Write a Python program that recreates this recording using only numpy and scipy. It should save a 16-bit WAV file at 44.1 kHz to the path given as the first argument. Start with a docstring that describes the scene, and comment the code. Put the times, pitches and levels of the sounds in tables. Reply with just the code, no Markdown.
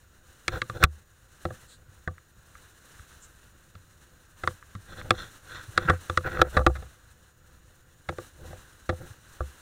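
"""The stern of a boat in a choppy sea, heard from inside a camera's waterproof case.
From the start, wake and wind come through the plastic as a faint wash. Within a second, jolts knock the
case: it clacks, its walls ring hollow, its mount thumps, and in between it rubs and judders.
A calmer stretch brings spray, soft bumps and ticks of loose gear. Around six seconds the knocks crowd
together, the hardest overloading the microphone. A few lighter ones end the scene as the wash swells."""
import sys
import numpy as np
from scipy import signal
from scipy.fft import rfft, irfft
from scipy.io import wavfile

SR = 44100
rng = np.random.default_rng(int(sys.argv[2]) if len(sys.argv) > 2 else 0)


def output_pcm(signal):
    """Save a mono or channel-first signal as 16-bit PCM at the path in sys.argv[1].

    Samples are clipped to [-1, 1] before scaling.
    """
    pcm = np.clip(np.atleast_2d(signal).T, -1, 1) * 32767
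    wavfile.write(sys.argv[1], SR, np.round(pcm).astype(np.int16))


N = 423801
KNOCK_S, TOP_HZ = .02, 15900  # a typical knock's length; the highest pitch let through

# The tone of the sea through the plastic. Each row: frequency in Hz, relative level in dB.
SEA_TONE = [(20, 17), (65, 18), (130, 5), (300, 8.5), (750, 2), (1630, 12.5), (2250, -1.5), (2950, 4.5),
            (3200, -1.5), (3550, 1.5), (4050, 4.5), (4700, -6.5), (6000, 2.5), (7100, 1.5), (8000, 0),
            (9400, 2.5), (10300, -2), (16000, -18)]
# The wake's rush as the boat drives through the chop. Each row: time in seconds, relative level in dB.
WAKE_RUSH = [(0, -70), (2.35, -69), (2.95, -60), (3.6, -68), (4.3, -67), (5.7, -57.5), (6.6, -59.5),
             (7.3, -70), (8.1, -68.5), (9.6, -60.5)]
# Waves breaking along the hull. Each row: crest time and length in seconds, relative level in dB.
HULL_WAVES = [(0.616, 1, -61.5), (1.506, 0.69, -62.5), (4.487, 0.36, -60.5), (8.204, 0.42, -59),
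              (8.509, 0.47, -59.5), (9.07, 0.47, -62)]
# The whine of the camera's electronics. Each row: pitch in Hz, level in dB.
CAMERA_WHINE = [(6857, -77)]
# Jolts that knock the case. Each row: start in seconds, levels of clack, crack, wall and thump in dB,
# pitches of clack and thump in Hz, contact time in seconds.
JOLTS = [(0.48, -28, -31.5, -36, -38, 1214, 83, .0022), (0.617, -29, -37, -42, -39.5, 1130, 112, 0.0024),
         (0.697, -35.5, -50, -44.5, -36.5, 1160, 114, 0.0019),
         (0.8258, -20.5, -38, -28.5, -34, 1400, 78.5, 0.0067),
         (0.838, -14, -18.5, -28.5, -14, 1400, 75, .0013),
         (1.452, -34.5, -49, -30.5, -30.5, 1315, 86, 0.0028),
         (1.504, -46.5, -67.5, -42.5, -39.5, 1160, 109.5, 0.0032),
         (2.075, -33, -54.5, -39.5, -30, 1277, 83.7, 0.0037),
         (3.752, -54.5, -62.5, -63, -45.5, 1312, 91, 0.0024),
         (4.435, -34, -49, -38, -35.5, 1276, 86.5, 0.0056),
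         (4.474, -23.5, -39.5, -34.5, -32, 1310, 88, 0.0024),
         (4.751, -46.5, -59, -60, -35.5, 1430, 99.7, 0.002),
         (5.106, -18.5, -25, -24.5, -27, 1370, 103, 0.0023),
         (5.776, -18.5, -30, -29.5, -32.5, 1470, 94, 0.00307),
         (5.897, -19.5, -36, -24, -19.5, 1400, 86.6, 0.0051),
         (6.097, -30, -42, -34.5, -30, 1240, 86, 0.0019),
         (6.173, -20, -34.5, -31, -27.5, 1337, 85.5, 0.003),
         (6.39, -31, -53.5, -33.5, -26, 1330, 70, 0.0077),
         (6.415, -13, -28.5, -16, -25.5, 1358, 64, 0.0032),
         (6.567, -19.5, -35.5, -23, -19.5, 1284, 75.5, 0.0075),
         (6.591, -33, -54, -32.5, -23.5, 1210, 68, 0.0023),
         (6.609, -38.5, -66.5, -36.5, -27, 1230, 63, 0.0061),
         (6.664, -17, -31, -18, -17, 1233, 65.4, 0.0035), (6.753, -42, -54.5, -47.5, -33, 1220, 67, 0.011),
         (6.822, -54.5, -63, -49, -36.5, 1246, 69, 0.0049),
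         (8.088, -33.5, -44.5, -32.5, -33.5, 1336, 82, 0.006),
         (8.183, -42, -56, -36, -43, 1240, 101, 0.0038), (8.529, -53, -66, -45, -45.5, 1310, 97, 0.0036),
         (8.891, -30, -42.5, -26.5, -25.5, 1260, 85.3, 0.0073),
         (9.405, -36, -63, -35.5, -26.5, 1220, 69.5, 0.0022)]
# The struck case's modes (the notes it rings at): a middle clack, a bright crack and the hollow walls.
# Each row: pitch in Hz, width in Hz (wider dies sooner), relative level in dB.
CLACK_MODES = [(1189, 53, -0.5), (1310, 120, 4), (1430, 110, -1.5), (1644, 120, 1), (1895, 440, -1.5)]
CRACK_MODES = [(2470, 200, -1), (2640, 240, 7.5), (3520, 340, 13), (3860, 140, 6), (5320, 280, -9),
               (6500, 1900, -10), (8100, 960, -13.5)]
WALL_MODES = [(170, 80, -8), (347, 21, 0.5), (440, 75, -3.5), (506, 23, 1), (585, 80, -6), (740, 50, -5.5)]
# The case rubs on its mount as the boat rolls.
# Each row: middle time and length in seconds, levels of scrape, wall and rasp in dB.
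CASE_RUBS = [(0.552, 0.14, -40.5, -38, -50), (0.762, 0.089, -47.5, -42.5, -54),
             (0.833, 0.094, -37.5, -34.5, -44), (4.917, 0.13, -47.5, -51, -54.5),
             (4.992, 0.095, -42.5, -45, -48.5), (5.065, 0.14, -54.5, -47.5, -68),
             (5.213, 0.24, -45.5, -52.5, -48.5), (5.563, 0.27, -43, -57, -50),
             (5.837, 0.29, -39.5, -45.5, -51), (5.89, 0.035, -21, -32, -67),
             (5.924, 0.13, -38.5, -54.5, -74), (6.269, 0.089, -33, -36.5, -55), (6.37, 0.31, -39, -42, -54),
             (6.457, 0.1, -41, -37.5, -75), (6.56, 0.1, -40, -36.5, -51), (8.469, 0.29, -66, -51, -72),
             (9.028, 0.13, -58, -46.5, -77)]
# The rubbed case's modes: a scrape and a higher rasp.
# Each row: pitch in Hz, width in Hz, relative level in dB.
SCRAPE_MODES = [(1080, 120, -9), (1470, 320, 3.5), (1840, 120, -7), (2530, 300, -14)]
RASP_MODES = [(3530, 370, 0), (4100, 160, -4), (5350, 170, -15.5), (5930, 220, -12), (7100, 400, -12)]
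# The tone of the shaking mount. Each row: frequency in Hz, relative level in dB.
JUDDER_TONE = [(20, -6.5), (80, 0.5), (140, -6), (1000, -50.5)]
# Hisses of spray. Each row: middle time in seconds, level in dB, pitch in Hz, fade-in time in seconds.
SPRAY_HISSES = [(1.718, -58.5, 8000, 0.073), (1.721, -58.5, 3950, 0.07), (3.24, -52, 7340, 0.042)]
# Soft bumps of the hull. Each row: middle time in seconds, level in dB, average pitch in Hz.
HULL_BUMPS = [(1.893, -47, 95.3), (3.004, -45, 78.4), (5.049, -38, 85), (5.694, -39.5, 102),
              (5.861, -32, 150), (9.114, -43, 101)]
# Loose gear touching the case. Each row: start in seconds, level in dB, favoured pitch in Hz.
GEAR_TICKS = [(2.181, -54, 1210), (2.553, -51.5, 1170), (2.995, -54, 1310), (4.626, -51, 1380),
              (5.014, -46.5, 1490), (6.372, -34.5, 1330)]


def amp(db):
    """Turns decibels into a gain to multiply by."""
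    return 10 ** (np.asarray(db) / 20)


def unit(x):
    """Scales a signal to an average (rms) level of 1."""
    return x / np.sqrt(np.mean(x ** 2) + 1e-20)


def sized(x, db):
    """Gives a short sound the energy of KNOCK_S seconds at this level."""
    return amp(db) * x * np.sqrt(KNOCK_S * SR / np.sum(x ** 2))


def add(mix, start_s, sound):
    """Mixes a sound in at a given time."""
    part = mix[max(round(start_s * SR), 0):][:len(sound)]
    part += sound[:len(part)]


def band(x, low_hz, high_hz, order=2):
    """Keeps what lies between two frequencies."""
    edges = [low_hz, min(high_hz, SR / 2 - 1)]
    return signal.sosfilt(signal.butter(order, edges, "band", fs=SR, output="sos"), x)


def noise(tone):
    """Noise shaped by a tone table."""
    hz, db = np.transpose(tone)
    shape = amp(np.interp(np.log(np.fft.rfftfreq(N, 1 / SR) + 1), np.log(hz), db))
    return unit(irfft(rfft(rng.standard_normal(N)) * shape, N))


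def wander(rate):
    """A smooth random curve that turns about `rate` times a second."""
    keep = np.exp(-(np.fft.rfftfreq(N, 1 / SR) / rate) ** 2)
    return unit(irfft(rfft(rng.standard_normal(N)) * keep, N))


def swell(length_s, point=1):
    """A smooth rise and fall; a higher `point` sharpens the peak."""
    return np.hanning(max(round(length_s * SR), 3)) ** point


def sea(boost_db=6, churn_db=1.78, fizz_db=1.5):
    """The wake churns and its foam fizzes unevenly; each breaking wave adds to the rush."""
    wash = noise(SEA_TONE)
    foam = band(wash, 4500, 16000, order=1)
    wash += foam * (amp(fizz_db * wander(45)) - 1)
    times, rush_db = np.transpose(WAKE_RUSH)
    power = amp(np.interp(np.arange(N) / SR, times, rush_db)) ** 2
    for crest, length, db in HULL_WAVES:
        add(power, crest - length / 2, (amp(db) * swell(length)) ** 2)
    return np.sqrt(power) * amp(boost_db + churn_db * wander(14)) * wash


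def electronics(hiss_db=-78):
    """The camera's own steady hiss and thin whine."""
    t = np.arange(N) / SR
    whine = sum(amp(db) * np.sqrt(2) * np.sin(2 * np.pi * hz * t) for hz, db in CAMERA_WHINE)
    return whine + amp(hiss_db) * rng.standard_normal(N)


def contact_force(t, contact_s, grit=0.47, chatter=0.24, chatter_s=0.0045):
    """A sharp blow lands amid a gritty push that swells and lets go; a faint chatter follows."""
    grind, rattle = rng.standard_normal((2, len(t)))
    blow = np.zeros(len(t))
    blow[round(contact_s * SR / 2)] = np.exp(-contact_s / 0.0025)  # weaker in a long contact
    grind = sized(grind * t * np.exp(-2 * t / contact_s), 0)
    rattle = sized(rattle * np.exp(-t / chatter_s), 0)
    return blow * np.sqrt(KNOCK_S * SR) + grit * grind + chatter * rattle


def rebound(force, contact_s, db, delay_s=.033, soft_hz=1350):
    """The case swings back for a duller second touch, stronger after a long contact."""
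    again = np.pad(band(force, 20, soft_hz, order=4), (round(delay_s * SR), 0))[:len(force)]
    return force + amp(db) * contact_s / KNOCK_S * again


def ring(force, modes):
    """A force sets each mode ringing and dying away."""
    out = np.zeros(len(force))
    for hz, width, db in modes:
        decay, angle = np.exp(-np.pi * width / SR), 2 * np.pi * hz / SR
        feedback = [1, -2 * decay * np.cos(angle), decay ** 2]
        out += amp(db) * np.sqrt(width) * signal.lfilter([1, -1], feedback, force)
    return out


def clack_modes(pitch_hz, favour_db=8, reach_hz=110):
    """The spot where a blow lands favours the modes near one pitch."""
    return [(hz, width, db + favour_db * np.exp(-((hz - pitch_hz) / reach_hz) ** 2))
            for hz, width, db in CLACK_MODES]


def mount_swing(t, hz, fade_cycles=2.2, rise_s=0.0017, shudder_db=-10, shudder_s=0.018):
    """The mount takes a moment to swing out, and shudders as it does."""
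    turns = hz * t
    sway = np.sin(2 * np.pi * turns) * np.exp(-turns / fade_cycles)
    overtone = 0.45 * np.sin(2 * np.pi * 1.8 * turns) * np.exp(-turns)
    rise = 1 - np.exp(-t / rise_s)
    shudder = band(rng.standard_normal(len(t)) * np.exp(-t / shudder_s), hz, 2 * hz)
    return sized((sway + overtone) * rise, 0) + sized(shudder, shudder_db)


def knocks():
    """Each jolt rings the case high, middle and low; the mount swings on more slowly."""
    t, out = np.arange(SR // 3) / SR, np.zeros(N)
    for start, clack_db, crack_db, wall_db, thump_db, clack_hz, thump_hz, contact_s in JOLTS:
        force = contact_force(t, contact_s)
        # Soft blows, with little crack, have a rounder clack.
        cutoff_hz = max(2700 * amp(0.16 * (crack_db - clack_db)), clack_hz)
        clack = ring(rebound(force, contact_s, db=-12), clack_modes(clack_hz))
        crack = ring(force, CRACK_MODES)
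        wall = ring(rebound(force, contact_s, db=-4), WALL_MODES)
        thump = rebound(mount_swing(t, thump_hz), contact_s, db=2)
        add(out, start, sized(band(clack, 1050, cutoff_hz, order=4), clack_db))
        add(out, start, sized(band(crack, 1500, 9500, order=4), crack_db))
        add(out, start, sized(band(wall, 190, 820, order=4), wall_db))
        add(out, start, sized(thump, thump_db))
    return out


def rub_gains(rest_db=-72):
    """Each rub presses and lets go, over a light contact that never stops."""
    scrape, wall, rasp = np.full(N, amp(rest_db)), np.full(N, amp(rest_db)), np.zeros(N)
    for middle, length, *levels in CASE_RUBS:
        for gain, db in zip((scrape, wall, rasp), levels):
            add(gain, middle - length / 2, amp(db) * swell(length, point=1.3))
    return scrape, wall, rasp


def sing(friction, modes):
    """The case picks out the parts of the friction noise near its modes."""
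    return unit(sum(amp(db) * unit(band(friction, hz - width / 2, hz + width / 2))
                    for hz, width, db in modes))


def rubbing(grip_db=3, slips_per_s=450, crackle_db=4, judder_db=-10, judder_follows=0.69):
    """An uneven grip makes the case scrape and rasp and the mount judder; tiny slips ring the walls."""
    scrape_gain, wall_gain, rasp_gain = rub_gains()
    grip = amp(grip_db * np.tanh(wander(37)))
    friction = rng.standard_normal(N) * grip * amp(crackle_db * np.tanh(wander(260)))
    slips = np.sign(friction) * grip * (rng.random(N) < slips_per_s / SR)
    scrape = scrape_gain * sing(friction, SCRAPE_MODES)
    rasp = rasp_gain * sing(friction, RASP_MODES)
    wall = wall_gain * unit(band(ring(slips, WALL_MODES), 100, 820, order=4))
    judder = wall_gain ** judder_follows * amp(judder_db) * unit(noise(JUDDER_TONE) * grip)
    return scrape + rasp + wall + judder


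def spray():
    """Spray makes a high hiss that quickly fades in and out."""
    out = np.zeros(N)
    for middle, db, hz, fade_s in SPRAY_HISSES:
        hiss = unit(band(rng.standard_normal(SR), hz / 1.15, hz * 1.12))[:int(2 * fade_s * SR)]
        add(out, middle - fade_s, amp(db) * hiss * np.hanning(len(hiss)))
    return out


def bumps(length_s=0.032, sag=0.14):
    """A soft push from the hull rocks the mount a few times, slowing as it lets go."""
    push, out = swell(length_s), np.zeros(N)
    for middle, db, hz in HULL_BUMPS:
        turns = np.cumsum(hz * np.linspace(1 + sag, 1 - sag, len(push))) / SR
        add(out, middle - length_s / 2, sized(push * np.sin(2 * np.pi * turns), db))
    return out


def ticks(contact_s=0.00076):
    """Light touches of loose gear ring only the case's clack."""
    t, out = np.arange(SR // 10) / SR, np.zeros(N)
    for start, db, hz in GEAR_TICKS:
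        clack = ring(contact_force(t, contact_s), clack_modes(hz))
        add(out, start, sized(band(clack, 1200, 2100), db))
    return out


def scene():
    """All the sounds together, in one channel."""
    return (sea() + electronics() + knocks() + rubbing() + spray() + bumps() + ticks())[None]


def record(dry, ceiling=0.52, limit_db=-11, recovery_db_per_s=75, lift_db=5, dip=2.4, lag_s=0.011):
    """The microphone overloads on the hardest knocks, and a slow limiter then briefly dips the level."""
    flattened = np.clip(dry, -ceiling, ceiling)
    bright = flattened + amp(lift_db) * band(flattened, 13000, TOP_HZ)  # lifts the highest treble
    power_db = 10 * np.log10(signal.lfilter(np.ones(256) / 256, 1, dry[0] ** 2) + 1e-12)
    fall_db = np.arange(N) * recovery_db_per_s / SR
    peak_db = np.maximum.accumulate(power_db + fall_db) - fall_db  # jumps up, then sinks steadily
    over_db = np.maximum(peak_db - limit_db, 0)
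    late_db = np.pad(over_db, (round(lag_s * SR), 0))[:N]
    smooth = np.exp(-1 / (0.003 * SR))
    dipped = bright / amp(dip * signal.lfilter([1 - smooth], [1, -smooth], late_db))
    treble_cut = signal.firwin(511, TOP_HZ, window=("kaiser", 9), fs=SR)
    return signal.oaconvolve(dipped, treble_cut[None], "same")


dry = scene()
out = record(dry)
output_pcm(out)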